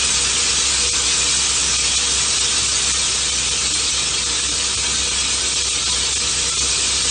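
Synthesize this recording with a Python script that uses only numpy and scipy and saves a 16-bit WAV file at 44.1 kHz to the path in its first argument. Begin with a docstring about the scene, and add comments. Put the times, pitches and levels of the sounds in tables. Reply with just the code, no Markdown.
"""A dense hiss of grain pouring from a trailer's hopper through a steel floor grate.
Countless kernels strike the bars; hopper and pit ring under them. Soft knocks, faint squeaks and brief
rings of the steel come through as a child works the gate crank. Behind the pour a diesel idles with a
low hum and a conveyor whines thinly. Now and then the middle of the sound dips briefly."""
import sys
import numpy as np
from scipy import signal
from scipy.fft import rfft, irfft
from scipy.io import wavfile
from scipy.ndimage import uniform_filter1d

SR = 44100
rng = np.random.default_rng(int(sys.argv[2]) if len(sys.argv) > 2 else 0)


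def transcribe(signal):
    """Save signal, clipped to [-1, 1], as a 16-bit WAV file at the path in sys.argv[1]."""
    frames = np.atleast_2d(signal).T
    limited = np.clip(frames, -1, 1)
    pcm = np.round(limited * 32767).astype(np.int16)
    wavfile.write(sys.argv[1], SR, pcm)


N = 313110
FREQ_HZ = np.fft.rfftfreq(N, 1 / SR)
TIME_S = np.arange(N) / SR
TICKS_S = np.arange(0, N / SR, .001)
EDGE_HZ = 9230

# hopper and pit resonances: (frequency [Hz], width [Hz], lift [dB])
HOPPER_MODES = [(213, 23, 5.7), (297, 59, 5.6), (391, 24, 6.5), (441, 23, 4.8), (483, 25, 10.4),
                (960, 104, 4.3), (1069, 16, 4.5), (1224, 98, 8.4), (1334, 65, 6.6), (1453, 46, 5.3),
                (1549, 23, 7.4), (1720, 24, 8.0), (1818, 25, 5.0), (1937, 37, 4.3), (2078, 39, 3.2),
                (2228, 80, 6.0), (2363, 138, 11.7), (2464, 23, 9.5), (2547, 145, 6.9), (2679, 36, 7.0)]


def gain_of(db):
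    """Decibels to amplitude factor."""
    return 10 ** (np.asarray(db) / 20)


def unit_rms(x):
    """Scale to rms 1."""
    return x / np.sqrt(np.mean(x ** 2) + 1e-20)


def log_curve(points):
    """Join (frequency [Hz], value) points on a log-frequency axis."""
    hz, value = np.transpose(points)
    return np.interp(np.log(FREQ_HZ + 1), np.log(hz + 1), value)


def filtered(x, gain):
    """Apply a gain per frequency."""
    return irfft(rfft(x) * gain, N)


def lowpass(edge_hz, order):
    """Butterworth low-pass gain."""
    return 1 / np.sqrt(1 + (FREQ_HZ / edge_hz) ** (2 * order))


def highpass(edge_hz, order):
    """Butterworth high-pass gain."""
    return np.sqrt(1 - lowpass(edge_hz, order) ** 2)


def lift_db(modes):
    """Summed resonance peaks over frequency."""
    return sum(db / (1 + ((FREQ_HZ - hz) / (width_hz / 2)) ** 2) for hz, width_hz, db in modes)


def humps_db(rows):
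    """Rounded humps over time from (time [s], height [dB], width at half height [s])."""
    humps = sum(db / (1 + (2 * (TICKS_S - at_s) / width_s) ** 6) for at_s, db, width_s in rows)
    return np.interp(TIME_S, TICKS_S, humps)


def wander(rate_hz):
    """Slow random drift, rms 1."""
    hz = np.fft.rfftfreq(len(TICKS_S), TICKS_S[1])
    spectrum = rfft(rng.standard_normal(len(TICKS_S))) * (hz > 0) * np.exp(-(hz / rate_hz) ** 2)
    return np.interp(TIME_S, TICKS_S, unit_rms(irfft(spectrum, len(TICKS_S))))


def patches(shape, size):
    """Smooth random field over (bins, frames), rms 1."""
    field = rng.standard_normal(shape)
    for axis in (0, 1, 0, 1):
        field = uniform_filter1d(field, size[axis], axis)
    return unit_rms(field)


def conveyor(pitch_hz=483, half_width_hz=8):
    """The conveyor under the grate whines: a narrow, unsteady noise band."""
    # whine envelope: (time [s], level [dB])
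    whine = [(0, -54), (.7, -45), (3.2, -67), (4.75, -54), (5.9, -67), (6.25, -42), (7.1, -57)]
    band = filtered(rng.standard_normal(N), 1 / (1 + ((FREQ_HZ - pitch_hz) / half_width_hz) ** 2))
    return gain_of(np.interp(TIME_S, *np.transpose(whine))) * unit_rms(band)


def diesel(firing_hz=32.47, firings_per_turn=3, speed_waver=0.0027, throb_db=-0.9, rumble_db=-41.5):
    """An idling diesel hums at multiples of its crankshaft speed, over low machinery rumble."""
    # hum lines: (frequency [multiple of crankshaft speed])
    orders = [6, 9, 12, 14, 18, 19.5, 20, 26.5]
    # strength of each line: (rms level [dB])
    orders_db = [-37.5, -48.5, -53.5, -50, -58.5, -69.5, -54, -75]
    # machinery rumble spectrum: (frequency [Hz], relative density [dB])
    rumble_shape = [(10, -29.5), (25, -15.5), (45, -5), (70, 3.5), (100, -10), (135, -1), (175, -8.5),
                    (260, -29.5), (600, -53.5)]
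    turns = np.cumsum(firing_hz / firings_per_turn * (1 + speed_waver * wander(3.2))) / SR
    hum = sum(gain_of(db) * np.sqrt(2) * np.sin(2 * np.pi * (order * turns + rng.random()))
              for order, db in zip(orders, orders_db))
    rumble = unit_rms(filtered(rng.standard_normal(N), gain_of(log_curve(rumble_shape))))
    return hum * gain_of(throb_db * wander(17)) + gain_of(rumble_db) * rumble


def squeaks_and_rings(jitter=0.0062):
    """Faint gliding squeaks near 1 kHz and brief steady rings of the steel; each swells and fades."""
    # squeaks and rings: (centre [s], length [s], pitch [Hz], glide [Hz/s], rms level at centre [dB])
    tones = [(4.874, 0.15, 970, 902.5, -42), (5.43, 0.15, 1536, -50, -40), (5.85, 0.12, 1353, -1, -39),
             (5.913, 0.1016, 1000, -200, -37), (6.091, .1, 890, -2600, -42), (6.533, 0.078, 1344, 3, -33)]
    out = np.zeros(N)
    unsteady = 1 + jitter * wander(60)
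    for centre_s, length_s, hz, glide_hz_per_s, db in tones:
        t = np.clip(TIME_S - centre_s, -length_s / 2, length_s / 2)
        cycles = np.cumsum((hz + glide_hz_per_s * t) * unsteady) / SR
        out += gain_of(db) * np.cos(np.pi * t / length_s) * np.sqrt(2) * np.sin(2 * np.pi * cycles)
    return out


def knocks(rise_s=0.014):
    """Soft footfalls on the grate and knocks of the crank each ring one low mode of the steel."""
    # blows: (time [s], pitch [Hz], level the decay starts from [dB], t60 [s])
    blows = [(2.608, 105, -27, 0.23), (2.62, 153, -22.5, 0.073), (3.72, 310, -22, 0.12),
             (4.484, 298, -21.5, 0.13), (4.749, 101, -22, 0.12)]
    out = np.zeros(N)
    for at_s, hz, db, t60_s in blows:
        t = np.maximum(TIME_S - at_s, 0)
        out += gain_of(db - 60 * t / t60_s) * (1 - np.exp(-t / rise_s)) * np.sin(2 * np.pi * hz * t)
    return out


def bar_pings(low_hz=1500, high_hz=9200, strikes_per_s=420, t60_s=.17):
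    """Bouncing kernels strike single bars equally hard; each rings briefly at its own pitch."""
    t = np.arange(SR // 4) / SR
    decay = gain_of(-60 * t / t60_s)
    out = np.zeros(N + SR)
    for when, pitch in rng.random((round(strikes_per_s * N / SR), 2)):
        hz = low_hz + pitch * (high_hz - low_hz)
        out[int(when * N):][:len(t)] += decay * np.sin(2 * np.pi * hz * t)
    return unit_rms(out[:N])


def kernel_impacts(near_per_s=7000, near_db=-7.5, mottle_db=-0.13, ping_db=-7):
    """Near impacts and ringing bars stand out of a wash of far impacts."""
    strength = gain_of(2.6 * np.minimum(rng.exponential(1, N), 6)) * rng.choice([-1, 1], N)
    near = unit_rms(strength * (rng.random(N) < near_per_s / SR))
    far = rng.standard_normal(N)
    hz, _, frames = signal.stft(far + gain_of(near_db) * near, SR, nperseg=1024, noverlap=768)
    # random patches flicker faintly in the treble
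    flicker_db = mottle_db * patches(frames.shape, size=(3, 8)) * np.sqrt(hz / 5000)[:, None]
    _, wash = signal.istft(frames * gain_of(flicker_db), nperseg=1024, noverlap=768)
    return unit_rms(wash[:N]) + gain_of(ping_db) * bar_pings()


def grain_pour(full_flow_db=-18.5, pit_waver_db=0.5, wall_fade_db_per_s=0.1847):
    """Impacts drive the steel; pit, hopper walls, bars and hiss each follow the flow by their own amount."""
    # pour strength: (time [s], level [dB])
    flow = [(0.0, -18), (0.16, -18), (2.83, -18.5), (3.3, -20), (3.76, -19.5), (4.17, -20.5), (4.39, -20),
            (6.17, -20), (7.1, -18.5)]
    # falling grain without resonances: (frequency [Hz], relative density [dB])
    grain_shape = [(180, -10), (450, -10), (680, -12.5), (1100, -10.5), (2050, -12.5), (2400, -15.5),
                   (2900, -3.5), (3500, -4.5), (4750, -4.5), (5700, -3.5), (7300, -3), (8000, -4.5),
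                   (9000, -7)]
    # grate bar resonances: (frequency [Hz], width [Hz], lift [dB])
    grate_modes = [(3310, 134, 4.1), (3484, 62, 3.0), (3634, 21, 5.1), (3809, 200, 5.4), (4054, 70, 4.4),
                   (4272, 200, 3.0), (4415, 62, 3.0), (4581, 128, 3.3), (5055, 200, 3.5), (5318, 37, 3.8),
                   (5594, 178, 2.7), (5793, 71, 3.3), (5976, 71, 3.8), (6127, 33, 4.4), (6251, 31, 2.6),
                   (6346, 46, 4.6), (6540, 22, 3.2), (6646, 200, 2.5), (7066, 95, 3.0), (7394, 34, 2.9),
                   (7548, 74, 2.4), (7833, 200, 5.0), (8061, 45, 3.7), (8160, 89, 4.3), (8249, 31, 3.6),
                   (8537, 118, 3.4), (8676, 68, 4.9), (8943, 113, 4.8)]
    # clumps hitting the grate at once: (time [s], lift [dB], length [s])
    surges = [(1.865, 2, 0.022), (1.97, 4.5, 0.025), (3.742, 7, 0.011), (5.91, 4, 0.053), (6.595, 5, 0.015)]
    colour = gain_of(log_curve(grain_shape) + lift_db(HOPPER_MODES) + lift_db(grate_modes))
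    spectrum = rfft(kernel_impacts()) * colour * highpass(175, order=4) * lowpass(EDGE_HZ, order=40)
    flow_db = np.interp(TIME_S, *np.transpose(flow)) - full_flow_db
    surge_db = humps_db(surges)
    pit_db = -37.5 + 0.28 * flow_db + pit_waver_db * wander(22)
    walls_db = -28 + 0.66 * flow_db - wall_fade_db_per_s * TIME_S
    bars_db = -25 + 0.4 * flow_db + surge_db
    hiss_db = -20 + 1.25 * flow_db + 0.57 * surge_db
    crossovers = [0] + [lowpass(hz, order=16) ** 2 for hz in (750, 2900, 4500)] + [1]
    bands = [unit_rms(irfft(spectrum * (hi - lo), N)) for lo, hi in zip(crossovers, crossovers[1:])]
    return sum(gain_of(db) * band for db, band in zip((pit_db, walls_db, bars_db, hiss_db), bands))


def midrange_dips(x, deep_db=-21, shallow_db=-6, shallow_s=0.019, shallow_count=12):
    """The midrange drops for 10-30 ms at a time; the hopper's strongest resonances ring on."""
    # deep dips: (time [s], length [s])
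    deep_dips = [(.912, .03), (1.775, .014), (1.967, .016), (2.396, .014), (2.928, .01), (3.311, .013),
                 (3.502, .013), (3.694, .014), (3.738, .015), (4.25, .014), (4.506, .012), (4.762, .015),
                 (5.102, .013), (5.549, .013), (5.636, .015), (5.7, .015), (5.849, .016), (5.912, .014),
                 (6.147, .019), (6.19, .012), (6.511, .014), (6.554, .017), (6.596, .016)]
    # part of the spectrum that dips: (frequency [Hz], share [0-1])
    reach = [(110, 0), (220, .8), (600, 1), (2200, 1), (2800, .6), (3600, .15), (4700, .4), (5500, 0)]
    spared = np.clip((lift_db(HOPPER_MODES) - 6) / 4, 0, 1)  # ramps over 6-10 dB of lift
    middle = filtered(x, log_curve(reach) * (1 - spared))
    shallow_times_s = TIME_S[-1] * np.sqrt(rng.random(shallow_count))  # denser towards the end
    deep = [(at_s, deep_db, length_s) for at_s, length_s in deep_dips]
    shallow = [(at_s, shallow_db, shallow_s) for at_s in shallow_times_s]
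    return x - (1 - gain_of(humps_db(deep + shallow))) * middle


def scene():
    """Only the pour and machinery dip; both channels alike."""
    mono = midrange_dips(grain_pour() + diesel() + conveyor()) + knocks() + squeaks_and_rings()
    return np.array([mono, mono])


def record(dry):
    """Steep low-pass at EDGE_HZ."""
    taps = signal.firwin(401, EDGE_HZ, window=("kaiser", 9), fs=SR)
    return signal.oaconvolve(dry, taps[None], "same")


dry = scene()
out = record(dry)
transcribe(out)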